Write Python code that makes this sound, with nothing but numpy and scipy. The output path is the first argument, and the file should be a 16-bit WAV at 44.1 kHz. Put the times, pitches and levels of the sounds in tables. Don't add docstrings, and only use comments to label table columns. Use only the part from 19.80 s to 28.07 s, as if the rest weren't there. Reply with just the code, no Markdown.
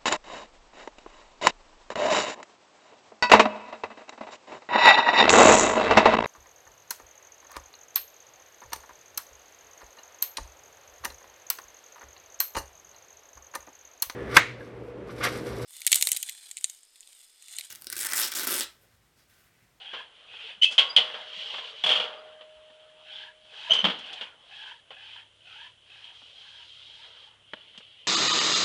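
import sys
import numpy as np
from scipy import signal
from scipy.fft import rfft, irfft, next_fast_len
from scipy.io import wavfile
from scipy.ndimage import uniform_filter1d, map_coordinates

SR = 44100
rng = np.random.default_rng(int(sys.argv[2]) if len(sys.argv) > 2 else 0)


def magnitude_from_level(level_db):
    exponent = np.asarray(level_db, float) / 20
    return 10 ** exponent


def dump(signal):
    limited = np.clip(np.atleast_2d(signal).T, -1, 1)
    pcm = np.round(limited * 32767).astype(np.int16)
    wavfile.write(sys.argv[1], SR, pcm)


N = 364707
TIME = np.arange(N) / SR
STRUCK_TIME = np.arange(SR // 4) / SR


def unit(x):
    return x / np.sqrt(np.mean(x ** 2) + 1e-20)


def along(points, hz):
    f, v = np.transpose(points)
    return np.interp(np.log(hz + 1), np.log(f + 1), v)


def wobble(rate):
    return map_coordinates(rng.standard_normal(int(N * rate / SR) + 4), [TIME * rate])


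def filtered(x, response):
    m = next_fast_len(N + SR // 2)
    return irfft(rfft(x, m) * response(np.fft.rfftfreq(m, 1 / SR)), m)[..., :N]


def resonance(f, hz, width):
    return 1j * f * width / (hz * hz - f * f + 1j * f * width)


def presence(f):
    return magnitude_from_level(-21) - 2.05 * resonance(f, 2970, 590) * resonance(f, 3260, 450)


def noise(response, patchy_db=0.):
    white = rng.standard_normal(N)
    if patchy_db:
        z = signal.stft(white, nperseg=512)[2]
        field = uniform_filter1d(rng.standard_normal(z.shape), size=2, axis=0)
        field = uniform_filter1d(field, size=9, axis=1)
        white = signal.istft(z * magnitude_from_level(patchy_db * unit(field)), nperseg=512)[1][:N]
    return unit(filtered(white, response))


def coloured(spectrum, patchy_db=0.):
    return noise(lambda f: magnitude_from_level(along(spectrum, f)), patchy_db)


def gritty(patchy_db=0.):
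    return noise(lambda f: presence(f) * magnitude_from_level(along(GRIT, f)), patchy_db)


def swells(start, held, db, rise, fall, growth_db=0):
    start, held, db = (np.asarray(v)[:, None] for v in (start, held, db))
    since = TIME[::64] - start
    before = rise * np.maximum(-since, 0)
    after = fall * np.maximum(since - held, 0)
    each = db - before - after - growth_db * np.clip(1 - since / held, 0, 1)
    return np.interp(TIME, TIME[::64], each.max(axis=0))


def fade(t60, rise):
    return magnitude_from_level(-60 * STRUCK_TIME / np.clip(t60, .02, .3)) * (1 - np.exp(-STRUCK_TIME / rise))


def small_body(x):
    return filtered(x, lambda f: f ** 2 / (f ** 2 + 110 ** 2))


# frequency_hz, density_db (per Hz)
SIZZLE = [(3000, -18), (4500, 1.5), (6500, -7), (8500, -12.5), (11000, -20.5)]
THUD = [(60, -47.5), (130, -15.5), (190, 6.5), (330, 1), (600, -47.5)]
# frequency_hz, level_db
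BARS = [(2584, -15), (2860, -4), (3025, -4.5), (3200, -10.5), (3305, 18), (3607, -21), (4150, -4.5),
        (4550, -12)]
# frequency_hz, level_db, t60_s
FRAME = [(505.4, -2.5, 0.18), (577, -8, 1), (728, 11.5, 0.24), (764, -21, .3), (965, 0, 0.64),
         (1100, 9.5, 0.35), (1470, -10, .4), (2100, 1, 0.55)]
# start_s, level_db, pitch_hz
LATCH = [
    (0.8519, -9.5, 2650),
    (0.8616, -16.5, 2573),
]
SLAMS = [
    (0.9805, 0, 3140),
    (0.9857, 0.5, 2990),
    (0.9934, -7, 2960),
    (1.0062, -25.5, 3270),
    (1.0156, -33, 3170),
    (1.164, 4, 3056),
    (1.1737, -2.5, 2980),
    (1.1845, -10.5, 3000),
    (1.1936, -31, 3070),
]
RATTLE = [
    (2.0382, -11, 3394),
    (2.0624, -11, 3314),
    (2.0912, -13, 3330),
    (2.1034, -19.5, 3160),
    (2.1157, -15, 3214),
    (2.1552, -15.5, 3170),
    (2.1996, -21, 3355),
    (2.2394, -34, 3380),
    (2.2744, -43, 3280),
    (2.3292, -41, 3110),
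]
# knock_db, sizzle_db, t60_s
STEELS = [
    (-54, -28, 0.076),
    (-25.5, -31.5, 0.043),
    (-23, -19, 0.062),
]


def clanks():
    duller, dullest_db, darker, longer_s = 0.76, -7, .4, 0.0018
    out, t = np.zeros(N), STRUCK_TIME
    clang, knock, thud, sizzle = gritty(), coloured(DRAG), coloured(THUD), coloured(SIZZLE)
    crack = noise(lambda f: f > 5000)
    bar_hz, bar_db = np.transpose(BARS)[:, :, None]
    frame_hz, frame_db, frame_t60 = np.transpose(FRAME)[:, :, None]
    for bounces, (full_db, bright_db, full_t60) in zip((LATCH, SLAMS, RATTLE), STEELS):
        for s, db, hz in bounces:
            knock_db = min(full_db - duller * db, dullest_db)
            sizzle_db = bright_db + darker * db
            t60 = full_t60 - longer_s * db
            at = slice(round(s * SR), round(s * SR) + len(t))
            chance = rng.standard_normal((4, len(FRAME), 1))
            ping = fade(t60, 0.0014) * np.sin(2 * np.pi * hz * t)
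            bars = magnitude_from_level(bar_db + 4 * chance[0]) * np.sin(2 * np.pi * bar_hz * t + 9 * chance[1])
            frame = magnitude_from_level(frame_db + 4 * chance[2] - 60 * t / frame_t60)
            frame = frame * np.sin(2 * np.pi * frame_hz * t + 9 * chance[3])
            rattle = magnitude_from_level(knock_db - 30.5) * thud[at] + magnitude_from_level(knock_db - 8.5) * knock[at]
            rattle += magnitude_from_level(knock_db / 2 - 5) * clang[at] + magnitude_from_level(sizzle_db - 8.5) * sizzle[at]
            rattle += magnitude_from_level(-33.0) * bars.sum(0)
            blow = magnitude_from_level(-6.0) * ping
            blow += magnitude_from_level(sizzle_db - 11.5) * fade(0.0067, 0.00023) * crack[at]
            blow += fade(2.24 * t60, 0.00014) * rattle
            blow += magnitude_from_level(knock_db - 30.5) * fade(1, .004) ** 0.047 * frame.sum(0)
            out[at] += magnitude_from_level(db) * blow
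    return small_body(out)


# start_s, level_db, t60_s
CRACKS = [
    (0.823, -6.5, 0.11),
    (0.8327, -5.5, 0.094),
    (0.8418, -10.5, 0.072),
    (1.533, -27, .06),
    (6.2423, -31.5, 0.11),
]
CHINKS = [
    (.9103, -27, 0.14),
    (0.9214, -30, .24),
    (3.9329, -17.5, 0.11),
    (4.189, -35, 0.11),
    (4.2608, -40, .11),
    (4.329, -29, .1),
    (7.9767, -31.5, 0.071),
]
JINGLES = [
    (3.8979, -23, 0.098),
    (3.91, -21.5, 0.34),
    (3.952, -25.5, 0.38),
    (3.986, -27, 0.25),
    (4.411, -22.5, 0.13),
]
TAPS = [(0.1332, -30, 0.34), (0.5391, -37.5, 0.071), (1.341, -30.5, 0.41), (1.7398, -28, 0.11),
        (1.782, -30.5, 0.11), (2.61, -40.5, 0.12), (3.65, -50.5, .13), (3.7204, -51, .075),
        (5.1058, -35, 0.14), (7.7695, -47, 0.074), (8.004, -43, 0.069)]
STAMPS = [
    (2.9017, -43.5, 0.069),
    (4.0419, -11.5, 0.11),
    (4.0508, -14.5, 0.064),
    (4.0654, -23.5, 0.16),
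    (4.0836, -25, 0.18),
    (4.0991, -25.5, 0.18),
    (7.9478, -44, 0.11),
]
KICKS = [
    (6.418, -52, 0.06),
    (7.7346, -26, .03),
]
# knock_db, thud_db, sizzle_db
COLOURS = [
    (-47.5, -62, -24),
    (-22, -39.5, -11),
    (-16.5, -33.5, -26.5),
    (-9.5, -31, -35),
    (-13, -17.5, -29),
    (-2, -8, -33),
]


def knocks():
    out, t = np.zeros(N), STRUCK_TIME
    clang, knock, thud, sizzle = gritty(), coloured(DRAG), coloured(THUD), coloured(SIZZLE)
    tick = np.sin(2 * np.pi * 3150 * t)
    hollow = sum(np.sin(2 * np.pi * hz * t) for hz in (600, 900, 1850))
    kinds = (CRACKS, CHINKS, JINGLES, TAPS, STAMPS, KICKS)
    for blows, (knock_db, thud_db, sizzle_db) in zip(kinds, COLOURS):
        for s, db, t60 in blows:
            at = slice(round(s * SR), round(s * SR) + len(t))
            burst = magnitude_from_level(knock_db / 4 - 4) * clang[at] + magnitude_from_level(sizzle_db - 7) * sizzle[at]
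            burst += magnitude_from_level(knock_db) * knock[at]
            edge = magnitude_from_level(-4) * tick + magnitude_from_level(knock_db - 2.0) * hollow
            blow = fade(t60, 0.0012) * burst + fade(0.015, 0.00025) * edge
            blow += magnitude_from_level(thud_db + 1) * fade(t60, 0.0015) * thud[at]
            out[at] += magnitude_from_level(db) * blow
    return small_body(out)


# start_s, length_s, breath_db, first_resonance_db, second_resonance_db
BREATHS = [(0.029, 0.18, -44.5, -48, -52.5), (0.518, 0.2, -41.5, -59.5, -58), (1.299, 0.11, -50, -52, -58),
           (1.642, 0.19, -57, -47.5, -63), (3.272, .2, -48.5, -52.5, -54.5),
           (3.742, .15, -41.5, -49, -51.5), (4.252, 0.22, -42.5, -49, -54),
           (4.718, 0.2, -44.5, -49.5, -49.5), (5.142, .26, -47, -54.5, -58.5),
           (5.678, 0.19, -47, -55, -56.5), (6.101, 0.21, -49, -60, -64), (6.598, 0.23, -54.5, -60, -60.5),
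           (7.118, .12, -54, -59.5, -64.5), (7.4, .12, -67, -63, -70)]
# frequency_hz, width_hz, level_db
THROAT = [(543, 280, -6.5), (1780, 780, -2), (3560, 1700, -19.5), (4260, 1400, -21)]


def moving_resonance(hz, width):
    carrier = np.sqrt(2) * np.sin(2 * np.pi * np.cumsum(hz) / SR)
    return noise(lambda f: 1 / (1 + 1j * f / width) ** 2) * carrier


def throat_response(f):
    modes = sum((-1) ** k * magnitude_from_level(db) * resonance(f, hz, w) for k, (hz, w, db) in enumerate(THROAT))
    return presence(f) * modes


def panting():
    start, length, breath_db, throat_db, tongue_db = np.transpose(BREATHS)
    rise, throat_rise, fall = 330, 130, 303
    level_db = swells(start, length, breath_db, rise, fall, growth_db=5)
    first_db = swells(start, length, throat_db, throat_rise, fall, growth_db=10)
    second_db = swells(start, length, tongue_db, rise, fall, growth_db=6.5)
    knots = np.ravel([start - .09, start + length, start + length + .05], "F")
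    opened = np.interp(TIME, knots, np.tile([0, 1, 1], len(start)))
    shut_hz, open_hz = 520, 960
    first_hz = shut_hz + (open_hz - shut_hz) * opened ** .5
    upper = noise(throat_response, patchy_db=2.0)
    first = moving_resonance(first_hz + 35 * wobble(14), 62)
    second = moving_resonance(1200 + first_hz / 2 + 65 * wobble(11), 110)
    third = moving_resonance(2560 + 50 * wobble(4), 80)
    narrow_db = np.minimum((850 - first_hz) / 25, 5)
    voiced = magnitude_from_level(first_db - 3.5) * first + magnitude_from_level(second_db + 3.1 * wobble(22)) * second
    voiced += magnitude_from_level(level_db - 9.0 + narrow_db) * third
    return magnitude_from_level(0.56 * wobble(31)) * (magnitude_from_level(level_db - 4.0) * upper + voiced)


# start_s (when full), held_s, level_db, leaves_db (re scuff)
HEAVES = [(.04, .15, -41.5, -40), (.37, .08, -52, -12), (.54, .04, -44, -25), (.63, 0.071, -39.5, -38),
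          (1.25, 0.18, -41.5, -8), (1.48, .06, -42, -6.5), (1.58, 0.21, -34.5, -7.5),
          (1.84, 0.059, -38, -8), (1.97, .08, -40.5, -9.5), (2.4, 0.14, -55, -9), (2.6, .5, -58, -11.5),
          (3.34, 0.081, -40.5, -11), (3.801, 0.094, -42, -3.5), (4.15, 0.23, -39.5, -17),
          (4.419, 0.01, -42, -34), (4.76, 0.076, -45, -6), (4.88, 0.01, -45.5, -4),
          (5.241, .12, -44, -12.5), (5.72, 0.13, -48, -5.5), (6.14, 0.16, -51, -3.5),
          (6.36, 0.23, -50.5, -2.5), (6.57, .72, -48, -2.5), (7.33, 0.13, -50.5, -4),
          (7.74, 0.34, -50, -18), (8.08, .3, -51.5, -19)]
# frequency_hz, density_db (per Hz)
GRIT = [(1200, -35.5), (2000, 5.5), (3000, 1.5), (4500, -1), (7000, -17.5), (11000, -42.5)]
FIZZ = [(2800, -26), (3600, 3.5), (5000, -10), (7000, -21), (11000, -33.5)]


def scuffing():
    start, held, db, leaves_db = np.transpose(HEAVES)
    rise, fall = 107, 152
    grit = unit(magnitude_from_level(1.1 * wobble(150)) * gritty(patchy_db=2.6))
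    rasp = lambda f: magnitude_from_level(along(FIZZ, f)) + magnitude_from_level(8) * resonance(f, 3240, 210) ** 2
    leaves = noise(rasp, patchy_db=2.2)
    scuffs = magnitude_from_level(swells(start, held, db, rise, fall)) * grit
    scuffs += magnitude_from_level(swells(start, held, db + leaves_db, rise, fall)) * leaves
    return magnitude_from_level(-3.5) * scuffs


# start_s (when full), held_s, level_db
DRAGS = [(0, 0.79, -62.5), (.9, 0.071, -53), (1.03, 0.043, -51.5), (1.19, 0.094, -45), (1.6, 0.26, -50.5),
         (2.23, 0.037, -48.5), (2.7, 0.72, -65.5), (3.739, .1, -59.5), (3.911, 0.24, -49.5),
         (4.3, 0.066, -54), (4.8, .5, -70.5), (6.1, 0.99, -67.5), (7.25, 0.083, -59.5), (7.8, 0.55, -73)]
# frequency_hz, density_db (per Hz)
DRAG = [(250, -40.5), (450, 1.5), (700, -1), (1500, 0.5), (2400, -7), (4000, -42.5)]


def dragging():
    rub_db = swells(*np.transpose(DRAGS), rise=200, fall=40.4)
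    return magnitude_from_level(rub_db - 0.5) * coloured(DRAG, patchy_db=4)


def tone_swells(rows):
    out, t = np.zeros(N), np.arange(-SR // 16, SR // 16) / SR
    for s, hz, db, length in rows:
        turn = 2 * np.pi * (hz * t + rng.random())
        octave = magnitude_from_level(-28.5) * (2000 < hz < 4000) * np.sin(2 * turn)
        begin = round((s + t[0]) * SR)
        out[begin:begin + len(t)] += magnitude_from_level(db) * np.exp(-(t / length) ** 2) * (np.sin(turn) + octave)
    return out


# centre_s, level_db
SLIPS = [(0.82, -18.5), (0.8241, -5.5), (0.833, -10), (0.8457, -7.5), (3.902, -27), (3.91, -8.5),
         (3.918, -10.5), (3.921, -4), (3.925, -10.5), (3.936, -15), (3.941, -21), (3.955, -16.5),
         (3.956, -19), (3.967, -22), (3.978, -24), (3.992, -15.5), (4.005, -18.5), (4.016, -24)]
# centre_s, pitch_hz, level_db, length_s
SQUEAKS = [
    (1.107, 4820, -32.5, 0.011),
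    (1.135, 4950, -49, 0.012),
    (2.393, 4800, -60, .012),
    (3, 4220, -75, 0.0068),
]


def hinge():
    slips = []
    for s, db in SLIPS:
        hz = 3048 + 40 * rng.standard_normal()
        slips.append((s, hz, db, .0015 - .00011 * db))
    return tone_swells(slips + SQUEAKS)


# centre_s, pitch_hz, level_db, length_s
BONGS = [(.655, 450, -53, 0.017), (.782, 189, -57.5, 0.0051), (1.58, 192, -57, 0.0086),
         (2.06, 181, -46.5, 0.01), (2.2, 185, -52, 0.016), (2.78, 55, -65, .02),
         (3.908, 652, -30.5, 0.0095), (3.92, 170, -48, .015), (4.05, 198, -27, .011),
         (4.088, 191, -31, .013), (7.985, 211, -49.5, 0.0049)]


def bongs():
    return tone_swells(BONGS)


# start_s, level_db
STRIKES = [
    (1.2, -56),
    (2.07, -47.5),
]


def pipe():
    pitch_hz, fade_rate, early_db, early_s = 621, 11.7, 14, 0.073
    lean_s, lean_rate = 3.8, 45
    ring = np.zeros(N)
    for s, db in STRIKES:
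        since = TIME - s
        level_db = db - fade_rate * since + early_db * np.exp(-np.abs(since) / early_s)
        ring += (since > 0) * magnitude_from_level(level_db)
    ring = uniform_filter1d(ring * magnitude_from_level(-lean_rate * np.maximum(TIME - lean_s, 0)), size=2000)
    return np.sqrt(2) * ring * np.sin(2 * np.pi * pitch_hz * TIME)


# frequency_hz, t60_s
YARD = [(200, 1), (700, 0.93), (3000, 0.38), (6000, 0.44), (11000, 0.47)]


def yard(x):
    hz, t, z = signal.stft(rng.standard_normal(SR), SR, nperseg=256)
    tail = signal.istft(z * magnitude_from_level(-60 * t / along(YARD, hz)[:, None]), SR, nperseg=256)[1]
    return signal.fftconvolve(x, tail / np.linalg.norm(tail))[:N]


# time_s, level_db
IDLE = [
    (0.0, -75),
    (2.26, -89.5),
    (3.66, -82),
    (4.05, -64),
    (4.58, -80),
    (5.32, -63.5),
    (6.54, -66.5),
    (7.62, -65.5),
    (8.27, -70.5),
]
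# frequency_hz, level_db
ORDERS_HZ = [(68, -4), (103, 1), (137, -7.5)]


def engine():
    level_db = np.interp(TIME, *np.transpose(IDLE))
    drift = 0.41 * wobble(2.3)
    orders = sum(magnitude_from_level(db + 1.5 * wobble(12)) * np.sin(2 * np.pi * hz * TIME + drift) for hz, db in ORDERS_HZ)
    return magnitude_from_level(level_db - 9.5) * orders


# frequency_hz, density_db (per Hz)
HISS = [(15, -26.5), (25, -9.5), (112, -4.5), (241, -11.5), (635, -6.5), (759, -11.5), (1510, -10),
        (2390, -10.5), (3080, 4), (4290, -20.5), (5970, -20), (10200, -22), (11000, -23), (14300, -60),
        (22000, -120)]


def hiss():
    return magnitude_from_level(-62.5) * coloured(HISS)


def scene():
    steel, dull, slips = clanks(), knocks(), hinge()
    echoes = yard(magnitude_from_level(-9.0) * steel + magnitude_from_level(-11.0) * slips + magnitude_from_level(-17) * dull)
    gate = steel + slips + dull + echoes + bongs() + pipe()
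    calf = panting() + scuffing() + dragging()
    return (gate + calf + engine() + hiss())[None]


def band_limit(x):
    return signal.sosfilt(signal.butter(12, 11290, fs=SR, output="sos"), x)


def record(dry):
    bend = filtered(dry ** 2, lambda f: f ** 2 / (f ** 2 + 900 ** 2))
    loud = dry + 0.046 * bend
    rounded = loud / (1 + np.abs(loud / 1.03) ** 4) ** (1 / 4)
    top_hz = 10600
    band = filtered(rounded, lambda f: magnitude_from_level(np.clip((top_hz - f) * 0.063, -42, 0)))
    return band_limit(band)


dry = scene()
out = record(dry)
dump(out)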